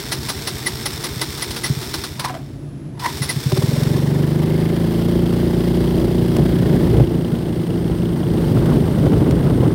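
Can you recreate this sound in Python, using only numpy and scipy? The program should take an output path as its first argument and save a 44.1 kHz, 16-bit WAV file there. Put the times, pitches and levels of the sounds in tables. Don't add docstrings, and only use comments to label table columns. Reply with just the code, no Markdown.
import sys
import numpy as np
from scipy import signal
from scipy.fft import rfft, irfft
from scipy.io import wavfile
from scipy.ndimage import uniform_filter1d

SR = 44100
rng = np.random.default_rng(int(sys.argv[2]) if len(sys.argv) > 2 else 0)


def dump(signal):
    limited = np.clip(np.atleast_2d(signal).T, -1, 1)
    pcm = np.round(limited * 32767).astype(np.int16)
    wavfile.write(sys.argv[1], SR, pcm)


N = 429534
T = np.arange(N) / SR


def undb(db):
    return 10 ** (np.asarray(db) / 20)


def curve(rows):
    return np.interp(T, *np.transpose(rows))


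def held(on, off, attack, release):
    rise = (T - on) / attack
    fall = 1 - (T - off) / release
    return np.clip(np.minimum(rise, fall), 0, 1)


def unit(x):
    return x / np.sqrt(np.mean(x ** 2))


def noise(colour):
    hz, db = np.transpose(colour)
    f = np.maximum(np.arange(2 ** 18 + 1) * SR / 2 ** 19, 1)
    low_fall = np.minimum(f / hz[0], 1) ** 2
    gain = undb(np.interp(np.log(f), np.log(hz), db)) * low_fall
    white = rng.standard_normal(2 * len(f) - 2)
    return unit(irfft(gain * rfft(white))[:N])


def walk(rate):
    k = max(int(SR / rate), 1)
    steps = rng.standard_normal(N)[np.arange(N) // k]
    return unit(uniform_filter1d(steps, k))


def band(x, hz, width):
    w = 2 * np.pi * hz / SR
    a = np.sin(w) * width / (2 * hz)
    return signal.lfilter([a, 0, -a], [1 + a, -2 * np.cos(w), 1 - a], x + 1e-18)


def cavity(pulses, modes):
    out = 0
    for hz, width, db in modes:
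        swell = band(band(pulses, hz, width), hz, width)
        out = out + undb(db) * SR / (np.pi * width) * swell
    return out


def metal(x, modes):
    return sum(undb(db) * band(x, hz, width) for hz, width, db in modes)


def strikes(times, sizes):
    places = np.clip(np.asarray(times) * SR, 0, N).astype(int)
    return np.bincount(places, sizes, N + 1)[:N]


def bursts(rows, tail_s):
    out, t = np.zeros(N + SR), T[:SR // 4]
    for s, db, length in rows:
        i = int(max(s, 0) * SR)
        decay = np.exp(-np.maximum(t - length, 0) / tail_s)
        out[i:i + len(t)] += undb(db) * np.minimum(t / 0.0045, 1) * decay
    return out[:N]


# pitch in Hz, width in Hz, level in dB.
NEIGHBOUR = [(53.5, 4.6, -38), (83, 51, -32), (151, 23, -35), (170, 32, -44), (249, 43, -38),
             (340, 120, -34)]
# frequency in Hz, relative level in dB.
NIGHT = [(18, -56), (30, -34), (100, -5), (137, 4.5), (183, -12), (203, -6.5), (279, -8.5), (318, -5),
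         (435, -19.5), (645, -20), (795, -28.5), (10700, -50.5), (15800, -67)]
NIGHT_DB = -33


def neighbour(idle_hz=23.17, scatter_db=2, jitter_s=0.00061):
    count = np.arange(300)
    timing, strength = rng.standard_normal((len(count), 2)).T
    pulses = strikes(count / idle_hz + jitter_s * timing, undb(scatter_db * strength))
    return cavity(pulses, NEIGHBOUR) + undb(NIGHT_DB) * noise(NIGHT)


# start in seconds, level in dB, rattle length in seconds, ring level in dB.
COMPRESSIONS = [(0.116, -17.5, 0.013, -5), (0.285, -20, 0.018, -3.5), (0.47, -18.5, 0.0087, -3),
                (0.66, -22, 0.019, 12), (0.854, -18.5, 0.011, -2.5), (1.035, -22.5, 0.018, -2),
                (1.212, -14, 0.0031, -4.5), (1.419, -18.5, 0.0045, 0), (1.634, -22, 0.029, 6.5),
                (1.81, -29, 0.0049, -16), (1.937, -16, 0.0027, -11), (2.035, -19.5, 0.0048, -14),
                (3.084, -33, 0.0051, -15), (3.216, -25.5, 0.028, 5), (3.288, -23.5, 0.025, 10.5)]
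SLOWEST_STROKE_S = 0.17


def since_compression():
    tops = np.array([COMPRESSIONS[0][0] - SLOWEST_STROKE_S] + [row[0] for row in COMPRESSIONS])
    latest = np.maximum(np.searchsorted(tops, T) - 1, 0)
    return np.maximum(T - tops[latest], 0)


# on in seconds, off in seconds, run-down time constant in seconds.
TRIES = [(-.1, 2, 0.2), (2.989, 3.76, 0.28)]
# frequency in Hz, relative level in dB.
STARTER_COLOUR = [(400, -23), (650, 6), (930, 7), (1300, 6.5), (2100, 9), (2800, 2.5), (3600, 7.5),
                  (4400, 8.5), (5400, 5), (6300, -0.5), (7700, 1.5), (8300, 2.5), (9200, -2), (15800, -1.5)]
# pitch in Hz, width in Hz, relative level in dB.
STARTER_CASE = [(910, 45, -3), (3600, 200, -2.5), (5330, 360, -1.5), (8320, 350, -10)]
STARTER_DB, SPIN_UP_S = -32, 0.025


def starter(grain_db=2.14, case_db=-5, free_hz=478, sag=.38, recover_s=.075, whine_db=-35.0,
            strain_db=6, growl_db=-38):
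    effort = 0
    for on, off, run_down in TRIES:
        spin_up = 1 - np.exp(-np.maximum(T - on, 0) / SPIN_UP_S)
        effort = effort + spin_up * np.exp(-np.maximum(T - off, 0) / run_down)
    housing = undb(case_db) * unit(metal(rng.standard_normal(N), STARTER_CASE))
    hiss = unit((noise(STARTER_COLOUR) + housing) * undb(grain_db * walk(500)))

    strain = uniform_filter1d(np.exp(-since_compression() / recover_s), SR // 40)
    hz = free_hz * (1 - sag * strain + .016 * walk(90))
    whine_level = undb(2 * walk(39.8) + strain_db * (strain - 1.0))
    whine = np.sin(2 * np.pi * np.cumsum(hz) / SR) * whine_level
    growl = noise([(60, -14), (90, -28), (125, 9.0), (180, -12), (230, 6.5), (280, -33), (360, 7),
                   (420, -3), (600, -20), (1500, -31)])
    gears = undb(STARTER_DB) * hiss + undb(growl_db) * growl
    return effort * gears + effort ** 2 * undb(whine_db) * whine


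# start in seconds, clank level in dB, grate level in dB, grate pitch in Hz.
SNAPS = [(1.372, -23, -54, 960), (1.505, -19.5, -61, 1000), (1.561, -18, -40, 963), (2.193, -17, -39, 990),
         (2.294, -42, -36.5, 750), (2.339, -44, -35.5, 690), (2.993, -26.5, -45, 910)]
# pitch in Hz, width in Hz, relative level in dB.
CLUTCH = [(1930, 80, 2), (4080, 72, -23), (5500, 310, 4), (9680, 140, 9), (9940, 340, -1)]
# frequency in Hz, relative level in dB.
CLANK_COLOUR = [(350, 6.5), (700, 1), (950, 7), (1400, 2.5), (2200, -1), (2800, 0), (4000, 5), (5500, 4),
                (6800, -8.5), (9000, -2.5), (10300, -3.5), (12000, -11), (15800, -10)]
SNAP_S, SNAP_RING_DB = 0.00066, -10


def clutch(tail_s=0.015, rattle_db=-0.5, body_db=-2, ring_db=-4.0):
    clanks = list(COMPRESSIONS) + [(s, db, SNAP_S, SNAP_RING_DB) for s, db, _, _ in SNAPS]
    chatter = unit(undb(rattle_db * np.minimum(walk(770), 2)))
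    body = bursts([row[:3] for row in clanks], tail_s) * chatter * noise(CLANK_COLOUR)
    rub = rng.standard_normal(N) * chatter
    blows = bursts([(s, db + min(ring, 0), length) for s, db, length, ring in clanks], tail_s / 2)
    ringing = metal(blows * rub, CLUTCH) / np.std(metal(rub, CLUTCH))
    return undb(body_db) * body + undb(ring_db) * ringing


def squeaks(squeak_db=-5.0, start_hz=2110, slide_hz_per_s=12000, slide_s=0.009, peak_s=0.011,
            swell_s=0.0073, waver=0.0116, octave_db=-15, fifth_db=-3.0):
    push = 0
    for s, db, _, ring in COMPRESSIONS:
        push = push + undb(db + ring) * np.exp(-((T - s - peak_s) / swell_s) ** 2)
    slide = slide_hz_per_s * np.minimum(since_compression(), slide_s)
    hz = (start_hz - slide) * (1 + waver * walk(500))
    phase = 2 * np.pi * np.cumsum(hz) / SR
    partials = np.sin(phase) + undb(octave_db) * np.sin(2 * phase) + undb(fifth_db) * np.sin(5 * phase)
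    return undb(squeak_db) * push * partials


# pitch in Hz, width in Hz, level in dB.
COLD_PIPE = [(104, 21, -24), (133.2, 52, -6.5), (225, 47, -19.5)]


def cold_pipe(pulses):
    return -cavity(uniform_filter1d(pulses, SR // 500), COLD_PIPE)


# start in seconds, strength in dB.
COUGHS = [(1.163, -7), (1.7, 2.5), (1.767, -6), (3.209, -1), (3.362, 0)]
CHUFF_DB, CHUFF_SHARE = -21, .41


def cranking(chuff_hz=75, chuff_width_hz=42):
    tops = np.array([row[0] for row in COMPRESSIONS])
    strokes = np.minimum(np.diff(tops, append=np.inf), SLOWEST_STROKE_S)
    puffs = strikes(tops + CHUFF_SHARE * strokes, np.ones(len(tops)))
    chuffs = cavity(puffs, [(chuff_hz, chuff_width_hz, CHUFF_DB)])
    s, db = np.transpose(COUGHS)
    return chuffs + cold_pipe(strikes(s, undb(db)))


# loudest moment in seconds, grit level in dB, squeal level in dB, pitch in Hz.
SKIDS = [(2.254, -30, -32, 1000), (3.062, -32.5, -17, 953)]
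# multiple of the grate pitch, width in Hz, relative level in dB.
DRIVE = [(1, 92.5, 14), (1.12, 120, -19), (1.5, 390, -3), (2.0, 353, -25), (4.8, 1200, -49)]
SKID_SWELL_S = 0.025


def drive(tail_s=0.028, grit_db=3, drive_db=15, waver=0.0514, octave_db=-8, scrape_db=2.0,
          judder_db=4, squeal_power=1.07):
    rub = unit(rng.standard_normal(N) * undb(grit_db * np.minimum(walk(400), 2)))
    wobble = np.cumsum(1 + waver * walk(300)) / SR

    def grate(push, pitch_hz):
        modes = [(multiple * pitch_hz, width, db) for multiple, width, db in DRIVE]
        return undb(drive_db) * metal(push * rub, modes)

    out = sum(grate(bursts([(s, db, SNAP_S)], tail_s), pitch_hz) for s, _, db, pitch_hz in SNAPS)
    scrape = undb(scrape_db) * noise(CLANK_COLOUR)
    judder = unit(undb(judder_db * np.minimum(walk(130), 2)))
    for s, db, squeal_db, pitch_hz in SKIDS:
        push = judder * np.exp(-np.abs(T - s) / SKID_SWELL_S)
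        phase = 2 * np.pi * pitch_hz * wobble
        squeal = np.sin(phase) + undb(octave_db) * np.sin(2 * phase)
        out = out + grate(undb(db) * push, pitch_hz)
        out = out + undb(db) * push * scrape
        out = out + undb(squeal_db) * push ** squeal_power * squeal
    return out


def hum(start_hz=124, end_hz=146, hum_db=-37, octave_db=-5, waver=0.0399, flutter_db=2):
    hz = np.interp(T, [1.75, 3.0], [start_hz, end_hz]) * (1 + waver * walk(40))
    phase = 2 * np.pi * np.cumsum(hz) / SR
    swell = held(1.94, 3.0, 0.31, .4) * undb(hum_db + flutter_db * walk(24.9))
    return swell * (np.sin(phase) + undb(octave_db) * np.sin(2 * phase))


def whistle(start_hz=10200, end_hz=10800, whistle_db=-60):
    hz = np.interp(T, [2.4, 2.95], [start_hz, end_hz])
    haze = walk(1000) * held(2.43, 3, .25, 0.12)
    return undb(whistle_db) * haze * np.sin(2 * np.pi * np.cumsum(hz) / SR)


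# start in seconds, end in seconds, change in level in dB.
GUSTS = [(5.92, 6.053, 6.5), (6.3, 6.42, 5.5), (6.58, 6.988, 7), (6.877, 7.0, 1), (7.15, 8.25, -1),
         (8.327, 9.74, 2.5), (8.95, 9.75, 0.5)]
# frequency in Hz, relative level in dB.
WIND_COLOUR = [(25, -28), (40, -12), (55, -5), (90, -2.5), (140, 4), (200, -2.5), (310, -4), (450, -11),
               (700, -23.5), (1100, -36.5), (1800, -41.5), (3000, -45), (6000, -57)]
# frequency in Hz, relative level in dB.
TEAR_COLOUR = [(450, -3.5), (600, -2.5), (1000, -4.5), (1500, -11), (2500, -26), (8000, -43)]
BITE_S, BITE_TAKES_S, ACCELERATION_M_S2 = 3.28, 0.53, 1.026
WIND_DB, WIND_POWER, GUST_EDGE_S = -36, 1.26, 0.1


def wind(sway_db=0.56, eddy_db=1.3, flutter_db=1.7, tear_db=-86.5, tear_power=3.31, rip_db=4):
    road_speed = ACCELERATION_M_S2 * np.maximum(T - BITE_S, 0)
    gusts_db = sum(db * held(on, off, GUST_EDGE_S, GUST_EDGE_S) for on, off, db in GUSTS)
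    buffet = undb(sway_db * walk(5) + eddy_db * walk(16) + flutter_db * walk(90))
    rumble = undb(WIND_DB + gusts_db) * road_speed ** WIND_POWER * unit(noise(WIND_COLOUR) * buffet)
    tearing = unit(noise(TEAR_COLOUR) * buffet * undb(rip_db * np.minimum(walk(70), 2)))
    return rumble + undb(tear_db + gusts_db / 2) * road_speed ** tear_power * tearing


def sizzle(sizzle_hz=8800, width_hz=1100, sizzle_db=-69):
    road_speed = ACCELERATION_M_S2 * np.maximum(T - BITE_S, 0)
    hiss = unit(cavity(rng.standard_normal(N), [(sizzle_hz, width_hz, 0)]))
    return undb(sizzle_db) * road_speed * hiss


# time in seconds, firings per second in Hz.
SPEED = [(4.15, 24.49), (4.6, 26.83), (5.15, 28.83), (5.8, 29.47), (6.6, 29.27), (7.4, 28.46), (8.2, 28.33),
         (8.65, 27.9), (8.85, 27.4), (9.38, 27.1), (9.6, 28.2)]
# time in seconds, pulse strength in dB.
LOAD = [(3.45, 3.5), (4.3, 2), (5, 0.9), (6.85, -1), (7.1, -6.5), (8.25, -7), (8.45, -0.5), (9.74, -7.5)]
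# start in seconds, end of the hold in seconds, level in dB, centre in Hz, width in Hz.
RASPS = [(3.496, 4.803, -44, 1770, 600), (4.25, 4.698, -42.5, 2090, 280), (4.798, 6.7, -47, 3200, 700),
         (4.9, 6.3, -51, 4730, 1105), (6.28, 6.79, -40, 1700, 750)]
# pitch in Hz, width in Hz, level in dB.
PIPE = [(119.4, 27.3, -18.5), (148.4, 41, -9), (223.8, 46, -15.5), (389.3, 17.3, -26.5), (446, 48, -28.5)]
AIRBOX = [(71.2, 31, -15), (138.6, 32, -12.5), (168.8, 60, -13), (279, 82, -18.5), (333.5, 50.5, -10.5),
          (563.4, 41, -27)]
SHUT_AIRBOX = [(166.5, 36, -24), (321, 24, -32), (341.7, 18, -36.5)]
HEAD = [(2150, 600, -36), (3020, 1030, -25.5), (4900, 2000, -36)]
# frequency in Hz, relative level in dB.
RUSH = [(330, 2.5), (410, 4.5), (470, -5.5), (590, 0), (700, -21), (1000, -13), (1500, -42), (3000, -35)]
MACHINE_COLOUR = [(470, 1), (800, 1), (1290, -7.5), (1630, -7), (2120, -8), (2400, -15), (3240, -9.5),
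                  (3900, -12.5), (4890, -12.5), (6760, -25.5), (9120, -18), (11600, -22.5), (12500, -19.5),
                  (15200, -20.5), (15800, -22.5)]
CATCH_S, CATCH_BELOW_HZ, RUN_UP_S, WARM_UP_S = 3.460, 11.05, .194, 0.57
SHUT_DB, RASP_EDGE_S = -3.5, 0.19
MACHINE_DB, MACHINE_LOAD_POWER, MACHINE_SPEED_POWER = -33.5, 0.66, 1.8


def engine(intake_place=.767, intake_growth=7, tick_place=0.765, clatter=0.1, tick_db=-16.0,
           rush_db=-34, rush_opens_s=0.12):
    since_catch = T - CATCH_S
    hz = curve(SPEED) - CATCH_BELOW_HZ * np.exp(-np.maximum(since_catch, 0) / RUN_UP_S)
    revs, strength = hz / hz.max(), undb(curve(LOAD))
    cycles = np.cumsum(hz * (T > CATCH_S)) / SR
    count = np.arange(int(cycles[-1]) + 1)
    engaged = np.clip((T - BITE_S) / BITE_TAKES_S, 0, 1)

    def valve(place, size):
        timing, force = rng.standard_normal((len(count), 2)).T
        s = np.interp(count + place + 1e-6, cycles, T) + .00008 * timing
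        return strikes(s, np.interp(s, T, size) * undb(.8 * force))

    def gate(place, order=4):
        return unit(np.cos(np.pi * (cycles - place)) ** order) * (cycles > 0)

    warm = np.clip(since_catch / WARM_UP_S, 0, 1)
    firings = valve(0, strength)
    exhaust = cold_pipe(firings * (1 - warm)) - cavity(firings * warm, PIPE)
    intake = cavity(valve(intake_place, strength * revs ** intake_growth), AIRBOX)
    shut = np.clip(curve(LOAD) / SHUT_DB, 0, 1)
    drone = cavity(valve(intake_place, shut), SHUT_AIRBOX)
    opening = np.clip(since_catch / rush_opens_s, 0, 1)
    rush = undb(rush_db) * strength * opening * gate(0.77) * noise(RUSH)

    seats = valve(tick_place, engaged) + 0.65 * valve(tick_place + 0.11, engaged)
    contact = signal.lfilter([1], [1, -np.exp(-1 / (0.0014 * SR))], seats + 1e-18)
    ticks = undb(tick_db) * cavity(contact * rng.standard_normal(N), HEAD)

    rub = rng.standard_normal(N)
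    swells = 0
    for on, off, db, centre, width in RASPS:
        tone = unit(cavity(rub, [(centre, width, 0)]))
        swells = swells + undb(db) * held(on, off, RASP_EDGE_S, RASP_EDGE_S) * tone
    rasp = gate(1.0, order=6) * swells

    beat = 1 + clatter * np.cos(2 * np.pi * (cycles - 0.02))
    machine = unit(noise(MACHINE_COLOUR) * beat * undb(1.75 * walk(250)))
    work = engaged * strength ** MACHINE_LOAD_POWER * revs ** MACHINE_SPEED_POWER
    return exhaust + intake + drone + rush + ticks + rasp + undb(MACHINE_DB) * work * machine


# start in seconds, crack level in dB, ring strength in dB.
CLACKS = [(3.518, -16, 1), (3.571, -16, -1.5), (3.622, -19, -7), (3.832, -17, -13), (3.963, -25, -7)]
# pitch in Hz, width in Hz, level in dB.
CRANKCASE = [(376, 36, -15), (600, 66, -23), (790, 83, -24), (1050, 250, -16.5)]


def clacks(crack_s=0.0043):
    s, _, ring_db = np.transpose(CLACKS)
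    cracks = bursts([(t, db, 0) for t, db, _ in CLACKS], crack_s) * noise(CLANK_COLOUR)
    return cracks + cavity(strikes(s, undb(ring_db)), CRANKCASE)


# start in seconds, thump strength in dB, click level in dB.
THUMPS = [(3.868, -34, -13), (5.985, -25, -23), (6.365, -36, -6.5), (7.69, -42, -39), (9.308, -27, -7.5)]


def thumps(thump_hz=28, thump_width_hz=45, click_s=0.0025):
    s, db, click_db = np.transpose(THUMPS)
    deep = cavity(strikes(s, undb(db)), [(thump_hz, thump_width_hz, 8)])
    clicks = bursts([(t, d, 0) for t, d in zip(s, click_db)], click_s)
    return deep + clicks * noise([(300, 14), (2000, -2.5), (15800, -18)])


# start in seconds, thud strength in dB, knock level in dB.
BUMPS = [(6.389, -18, -17.5), (6.628, -22, -28), (6.702, -12, -30), (6.947, -11, -32), (6.999, -2, -14),
         (7.899, -7, -36), (9.062, -11, -13.5), (9.117, -25, -17), (9.631, -22, -15)]
# pitch in Hz, width in Hz, level in dB.
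FRAME = [(67.6, 27, -7.5), (127, 33, -3.5), (293, 190, -2), (650, 590, -40)]
# frequency in Hz, relative level in dB.
KNOCK_COLOUR = [(400, 16), (700, 5), (1100, -10.5), (2200, -20.5), (5000, -25), (15800, -58)]


def bumps(knock_s=0.005):
    s, db, _ = np.transpose(BUMPS)
    knocks = bursts([(t, knock_db, knock_s) for t, _, knock_db in BUMPS], knock_s)
    return cavity(strikes(s, undb(db)), FRAME) + knocks * noise(KNOCK_COLOUR)


def scene(low_cut_hz=43):
    starting = starter() + clutch() + squeaks() + cranking() + drive() + whistle() + clacks()
    riding = engine() + bumps() + sizzle() + wind()
    air = neighbour() + starting + hum() + riding
    low_cut = signal.butter(4, low_cut_hz, "high", fs=SR, output="sos")
    return (signal.sosfilt(low_cut, air) + thumps())[None]


TOP_HZ = 15850


def record(dry):
    rounded = dry / (1 + (dry / .95) ** 8) ** (1 / 8)
    top_cut = signal.ellip(12, .1, 90, TOP_HZ, fs=SR, output="sos")
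    return signal.sosfilt(top_cut, rounded)


dry = scene()
out = record(dry)
dump(out)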